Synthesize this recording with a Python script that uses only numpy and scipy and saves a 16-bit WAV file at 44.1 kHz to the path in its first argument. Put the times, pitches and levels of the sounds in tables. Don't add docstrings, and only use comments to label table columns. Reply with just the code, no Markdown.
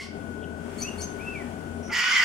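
import sys
import numpy as np
from scipy import signal
from scipy.fft import rfft, irfft, next_fast_len
from scipy.io import wavfile
from scipy.ndimage import uniform_filter1d, map_coordinates

SR = 44100
rng = np.random.default_rng(int(sys.argv[2]) if len(sys.argv) > 2 else 0)


def waveform_to_disk(signal):
    frames = np.transpose(np.atleast_2d(signal))
    scaled = np.clip(frames, -1, 1) * 32767
    samples = np.round(scaled).astype(np.int16)
    wavfile.write(sys.argv[1], SR, samples)


def invert_db(x):
    u = np.asarray(x, float) / 20
    return 10 ** u


N = 99180
T = np.arange(N) / SR
TOP_HZ = 15750
SIDES = np.array([[.5], [-.5]])

# time_s, gain_db
GAIN_CURVE = [
    (0, -6),
    (.08, -3.5),
    (.17, 1.5),
    (1.89, 2.5),
    (1.95, -3.5),
    (2.02, -9),
    (2.25, -8),
]


def unit(x):
    return x / np.sqrt(np.mean(x ** 2) + 1e-20)


def along(points, hz):
    f, v = np.transpose(points)
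    return np.interp(np.log(hz + 1), np.log(f + 1), v)


def curves(rows):
    s, *cols = np.transpose(rows)
    return [np.interp(T, s, c) for c in cols]


def gate(start_s, end_s, rise_s, fall_s):
    opening = np.clip((T - start_s) / rise_s, 0, 1)
    closing = np.clip((end_s - T) / fall_s, 0, 1)
    return np.sin(np.pi / 2 * opening * closing) ** 2


def wobble(rate_hz):
    return map_coordinates(rng.standard_normal(8000), [T * rate_hz])


def filtered(x, response):
    m = next_fast_len(N + SR // 8)
    return irfft(rfft(x, m) * response(np.fft.rfftfreq(m, 1 / SR)), m)[..., :N]


def resonances(peaks):
    def response(f):
        return sum((-1) ** k * invert_db(db) * 1j * f * w / (c * c - f * f + 1j * f * w)
                   for k, (c, w, db) in enumerate(peaks))
    return response


def dull(x, top_hz):
    return filtered(x, lambda f: 1 / (1 + 1.4j * f / top_hz - (f / top_hz) ** 2) ** 2)


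def tone(hz, tones_db, rough, rate_hz, flutter_db):
    phase = 2 * np.pi * np.cumsum(hz * (1 + rough * wobble(rate_hz))) / SR
    wave = sum(invert_db(db) * np.sin((k + 1) * phase) * ((k + 1) * hz < TOP_HZ)
               for k, db in enumerate(tones_db))
    return np.sqrt(2) * wave * invert_db(flutter_db * wobble(rate_hz))


def place(x, pan_db, lead_s):
    return invert_db(pan_db * SIDES) * filtered(x, lambda hz: np.exp(2j * np.pi * hz * lead_s * SIDES))


def yard(x):
    # hz, t60_s
    decay = [(500, 0.25), (3000, 0.39), (6000, 0.3), (12000, 0.022)]
    hz, t, z = signal.stft(rng.standard_normal((2, SR // 2)), SR, nperseg=256)
    tail = signal.istft(z * invert_db(-60 * t / along(decay, hz)[:, None]), SR, nperseg=256)[1]
    tail = tail / np.linalg.norm(tail[0])
    delayed = np.pad(x, (300, 0))[None]
    return signal.fftconvolve(delayed, tail, axes=1)[:, :N]


def pump():
    # hz, density_db
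    rumble = [(22, -58), (38, -4), (81, -10), (140, -4), (233, -0.5), (387, -9), (483, -11.5), (752, -7),
              (1100, -23), (1430, -34), (2420, -120)]
    # hz, width_hz, level_db
    casing = [(170, 24, -11), (238.8, 10, 6.5), (291, 7.7, 4), (406.3, 27.3, 9.5), (672, 28, -5)]
    # hz, share_0_to_1
    likeness = [(40, 0.83), (100, 0.7), (300, 0.91), (700, 0.84), (1200, 0.27)]
    # hz, level_db
    hum = [(86.1, -49)]
    # hz, level_db
    whine = [(1353, -75), (1427, -66.5), (1470.7, -50.5), (1514, -61.5), (1529, -64.5), (1557, -134)]
    pan_db, lead_s = 10, 0.00039

    def colour(hz):
        return invert_db(along(rumble, hz)) * (1 + np.abs(resonances(casing)(hz)))

    def alike(hz):
        return np.clip(along(likeness, hz), 0, 1)

    def steady(lines, rough, rate_hz):
        return sum(invert_db(db) * tone(hz + 0 * T, [0], rough, rate_hz, 2.9) for hz, db in lines)

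    shared, left, right = filtered(rng.standard_normal((3, N)), colour)
    throb = invert_db(0.22 * wobble(3.8) + 0.41 * wobble(25.0))
    own = filtered(np.array([left, right]), lambda hz: np.sqrt(1 - alike(hz))) * invert_db(pan_db * SIDES)
    body = place(filtered(shared, lambda hz: np.sqrt(alike(hz))), pan_db, lead_s) + own
    body = invert_db(-40) * throb * body / np.std(body.mean(0))
    hum_wave = place(steady(hum, 0.023, 9.9), 7.2, lead_s)
    whine_wave = place(steady(whine, 0.00025, 5.96), 20.6, lead_s)
    return body + hum_wave + invert_db(-7.0) * whine_wave


def air():
    # hz, density_db
    spectrum = [(500, -52), (900, -0.5), (1230, -2), (1800, -6), (3100, -9), (4500, -16.5), (9500, -15.5),
                (11500, -25), (15600, -29)]
    hiss = filtered(rng.standard_normal((2, N)), lambda hz: invert_db(along(spectrum, hz)))
    return invert_db(-53 + 1.8 * wobble(3.83) + 2.5 * SIDES) * unit(hiss)


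def rasp(throat, hit_loss, shift_db):
    pulse_hz, pulse_top_hz, throat_low_hz = 238, 4000, 900
    cycle = np.cumsum(pulse_hz * np.exp(.1 * wobble(150))) / SR
    hits = np.diff(np.floor(cycle), prepend=0) * invert_db(2 * rng.standard_normal(N))
    breath = rng.standard_normal(N) * (4.5 + np.exp(-4 * (cycle % 1)))

    def soft(f):
        return np.sqrt(1 - hit_loss) / (1 + 1.4j * f / pulse_top_hz - (f / pulse_top_hz) ** 2)

    def breathy(f):
        return np.sqrt(1 - np.abs(soft(f)).clip(0, .95) ** 2)

    def throat_floor(f):
        ratio = f / throat_low_hz
        return ratio ** 4 / (1 + 1.2j * ratio - ratio ** 2) ** 2

    source = filtered(unit(hits), soft) + filtered(unit(breath), breathy)
    wave = sum((-1) ** k * invert_db(shift_db * wobble(45)) * filtered(source, resonances([peak]))
               for k, peak in enumerate(throat))
    beat = unit(uniform_filter1d(invert_db(7 * np.exp(-2.5 * (cycle % 1))), size=25))
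    return unit(filtered(wave, throat_floor)), beat


def earlier_scream():
    # time_s, level_db
    level = [
        (0, -36),
        (.03, -31.5),
        (.07, -38),
        (.2, -77.5),
    ]
    # hz, width_hz, level_db
    throat = [(1113, 21, 8.5), (2130, 220, 1), (3060, 460, 0), (4580, 930, 1), (5540, 980, -0.5),
              (8850, 3400, -12)]
    undo = invert_db(-curves(GAIN_CURVE)[0])
    voice = invert_db(curves(level)[0]) * dull(rasp(throat, .9, 0)[0], 11500)
    voice = voice * gate(-0.71, 0.2, 1, 0.32) * undo
    ring = invert_db(-38 - 60 * T / 0.16) * tone(2130 + 0 * T, [0], 0.041, 196, 4.8)
    voice = voice + ring * undo
    return place(voice, 0, 0) + invert_db(-6.5) * yard(voice)


def far_calls():
    # start_s, end_s, from_hz, to_hz
    glides = [
        (.385, .405, 3200, 3500),
        (.41, .455, 3100, 3300),
        (1.18, 1.215, 12200, 15200),
        (1.825, 1.9, 5800, 5700),
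        (1.75, 1.9, 9200, 9200),
        (1.4, 1.5, 1850, 1750),
    ]
    # level_db, roughness_0_to_1
    levels = [(-66, .06), (-61, .07), (-69, .003), (-75, .035), (-73, .006), (-65, .02)]
    song = 0
    for (s, end, hz0, hz1), (db, rough) in zip(glides, levels):
        hz = np.interp(T, [s, end], [hz0, hz1])
        song = song + invert_db(db) * tone(hz, [0], rough, 600, 6.1) * gate(s, end, 0.0034, 0.012)
    return song


def note(s, length_s, db, hz, scoop, tones_db, rough, rise, drift=.025):
    age_s = np.clip(T - s, 0, length_s)
    pitch_hz = hz * (1 - scoop * np.exp(-age_s / .002) + drift * (age_s / length_s - .5))
    wave = tone(pitch_hz, tones_db, rough, 500, 2.8)
    return invert_db(db) * wave * gate(s, s + length_s, rise * length_s, 0.49 * length_s)


def chirps():
    # start_s, length_s, level_db, pitch_hz
    leads = [
        (0.776, 0.074, -46.5, 2260),
        (0.975, 0.059, -46.5, 2215),
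    ]
    lead_tones = [
        [-15, 0, -6.5, -12, -10],
        [-12.5, 0, -13, -4.5, -13],
    ]
    lead_drift = [.07, 0.032]
    # start_s, length_s, level_db, from_hz, to_hz
    whips = [
        (.81, .011, -46, 3600, 11000),
        (1.008, 0.0094, -43, 5300, 5900),
        (.776, 0.05, -56, 7400, 11000),
        (1.012, .012, -49, 6500, 11000),
    ]
    # start_s, length_s, level_db, pitch_hz
    snaps = [
        (0.819, 0.026, -34, 6125),
        (1.018, 0.04, -39.5, 6330),
    ]
    snap_tones = [0, -18.5]
    near = sum(note(*row, .1, tones, .018, .3, drift)
               for row, tones, drift in zip(leads, lead_tones, lead_drift))
    for s, length_s, db, hz0, hz1 in whips:
        hz = np.interp(T, [s, s + length_s], [hz0, hz1])
        whip = tone(hz, [0, -18], .05, 1500, 4.2)
        near = near + invert_db(db) * whip * gate(s, s + length_s, 0.0036, 0.0026)
    hiss = unit(filtered(rng.standard_normal(N), resonances([(5320, 2100, 6.5), (9440, 3700, -20)])))
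    for s, length_s, db, hz in snaps:
        near = near + note(s, length_s, db, hz, .05, snap_tones, .017, .04)
        near = near + invert_db(-39.5) * hiss * gate(s - .015, s + 0.025, 0.039, 0.021)
    breath = unit(filtered(rng.standard_normal(N), resonances([(8030, 4300, -2), (12000, 1200, -1)])))
    for s, length_s, db, hz in leads:
        near = near + invert_db(-58) * breath * gate(s - .003, s + length_s + 0.064, 0.0067, 0.051)
    return dull(near, 14300)


def whistles():
    # time_s, pitch_hz, level_db
    calls = [
        [(.8, 2100, -64), (.828, 2384, -49), (.838, 2553, -54), (.854, 2536, -39.5), (.868, 2700, -48.5),
         (.884, 2848, -37.5), (.894, 2790, -40.5), (.906, 2860, -66)],
        [(1.19, 2230, -50.5), (1.215, 2460, -48), (1.248, 2631, -53), (1.266, 2658, -44), (1.304, 2645, -38.5),
         (1.33, 2525, -58), (1.362, 2346, -38.5), (1.39, 2130, -55), (1.43, 1880, -50.5)],
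    ]
    overtones_db = [0, -32, -60, -60, -35]
    # delay_s, level_db
    fences = [
        (.028, -11),
        (.052, -14),
    ]
    song = 0
    for rows in calls:
        hz, db = curves(rows)
        wave = tone(hz, overtones_db, .007, 150, 2.6)
        song = song + invert_db(db) * wave * gate(rows[0][0], rows[-1][0], 0.0056, 0.005)
    return song + sum(invert_db(db) * np.roll(song, round(s * SR)) for s, db in fences)


def birds():
    song = far_calls() + whistles()
    near = chirps()
    near_both = place(near, 6.3, .00002) + invert_db(-5.5) * yard(near)
    return near_both + place(song, 1.0, .00002) + invert_db(-10) * yard(song)


def scream():
    # time_s, effort_db
    effort = [
        (1.87, -45),
        (1.89, -48.5),
        (1.91, -32),
        (1.944, -25),
        (2.0, -23),
        (2.04, -26),
        (2.1, -24),
        (2.18, -23),
        (2.249, -22.5),
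    ]
    # hz, width_hz, level_db
    throat = [(1100, 1040, -7.5), (1530, 475, -2), (2015, 360, 3), (2330, 580, 1.5), (2700, 295, 0),
              (3080, 540, -4), (4620, 240, -6.5), (5230, 320, -5.5), (6830, 750, -12.5), (8770, 570, -26.5),
              (11000, 2000, -36), (15600, 1900, -27)]
    # time_s, pitch_hz, level_db
    membrane_a = [(1.9, 1372, -36), (1.904, 1383, -41), (2.104, 1525, -28.5), (2.116, 1431, -48.5),
                  (2.154, 1568, -37), (2.212, 1490, -29.5), (2.249, 1510, -34)]
    # time_s, pitch_hz, level_db
    membrane_b = [(1.899, 2122, -47), (1.931, 1931, -30), (2.093, 1882, -32), (2.1, 2015, -31),
                  (2.13, 2062, -27), (2.234, 1890, -26), (2.249, 2025, -47)]
    # time_s, pitch_hz, level_db
    low_strand = [(1.89, 760, -45), (1.93, 930, -39), (1.999, 1040, -54), (2.062, 1100, -40),
                  (2.249, 1170, -42)]
    # time_s, pitch_hz, level_db
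    high_strand = [(1.9, 2889, -73.5), (1.936, 2878, -42), (2.183, 3087, -31.5), (2.202, 2852, -49),
                   (2.24, 3146, -33), (2.249, 2928, -32)]
    # start_s, end_s, hz, width_hz, level_db
    puff = (1.822, 1.905, 5750, 800, -56.5)
    # hz, pan_db
    pan = [(800, 2), (1650, -5), (2400, 0), (3400, 2), (5000, -4), (7200, -6), (8400, 10), (11000, 9),
           (13000, -1)]
    wave, beat = rasp(throat, .15, 1.5)
    voice = invert_db(curves(effort)[0] - 3) * wave
    for strand in (membrane_a, membrane_b, low_strand, high_strand):
        hz, db = curves(strand)
        ringing = beat * tone(hz, [0, -20, -24], .015, 130, 3.5)
        voice = voice + invert_db(db - 2.0) * ringing * gate(1.89, 3, 0.016, 0.764)
    opened = gate(1.895, 3, 0.043, .01)
    voice = opened * voice + (1 - opened) * dull(voice, 3620)
    voice = voice * gate(1.87, 3, 0.017, 0.58) * invert_db(-curves(GAIN_CURVE)[0])
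    s, end, hz, width_hz, db = puff
    feathers = filtered(rng.standard_normal(N), lambda f: resonances([(hz, width_hz, 0)])(f) ** 2)
    voice = voice + invert_db(db) * gate(s, end, 0.013, 0.017) * unit(feathers)
    both = place(voice, 0, -.00002) + invert_db(-4) * yard(voice)
    return filtered(both, lambda f: invert_db(along(pan, f) * SIDES))


def scene():
    return pump() + air() + earlier_scream() + birds() + scream()


def top_cut(x):
    return signal.sosfilt(signal.butter(12, 15780, fs=SR, output="sos"), x)


def record(dry):
    def colour(f):
        return (1 - 0.49 * resonances([(3863, 610, 0)])(f)) * (f < TOP_HZ)

    mix = filtered(dry * invert_db(curves(GAIN_CURVE)[0]), colour)
    return top_cut(mix)


dry = scene()
out = record(dry)
waveform_to_disk(out)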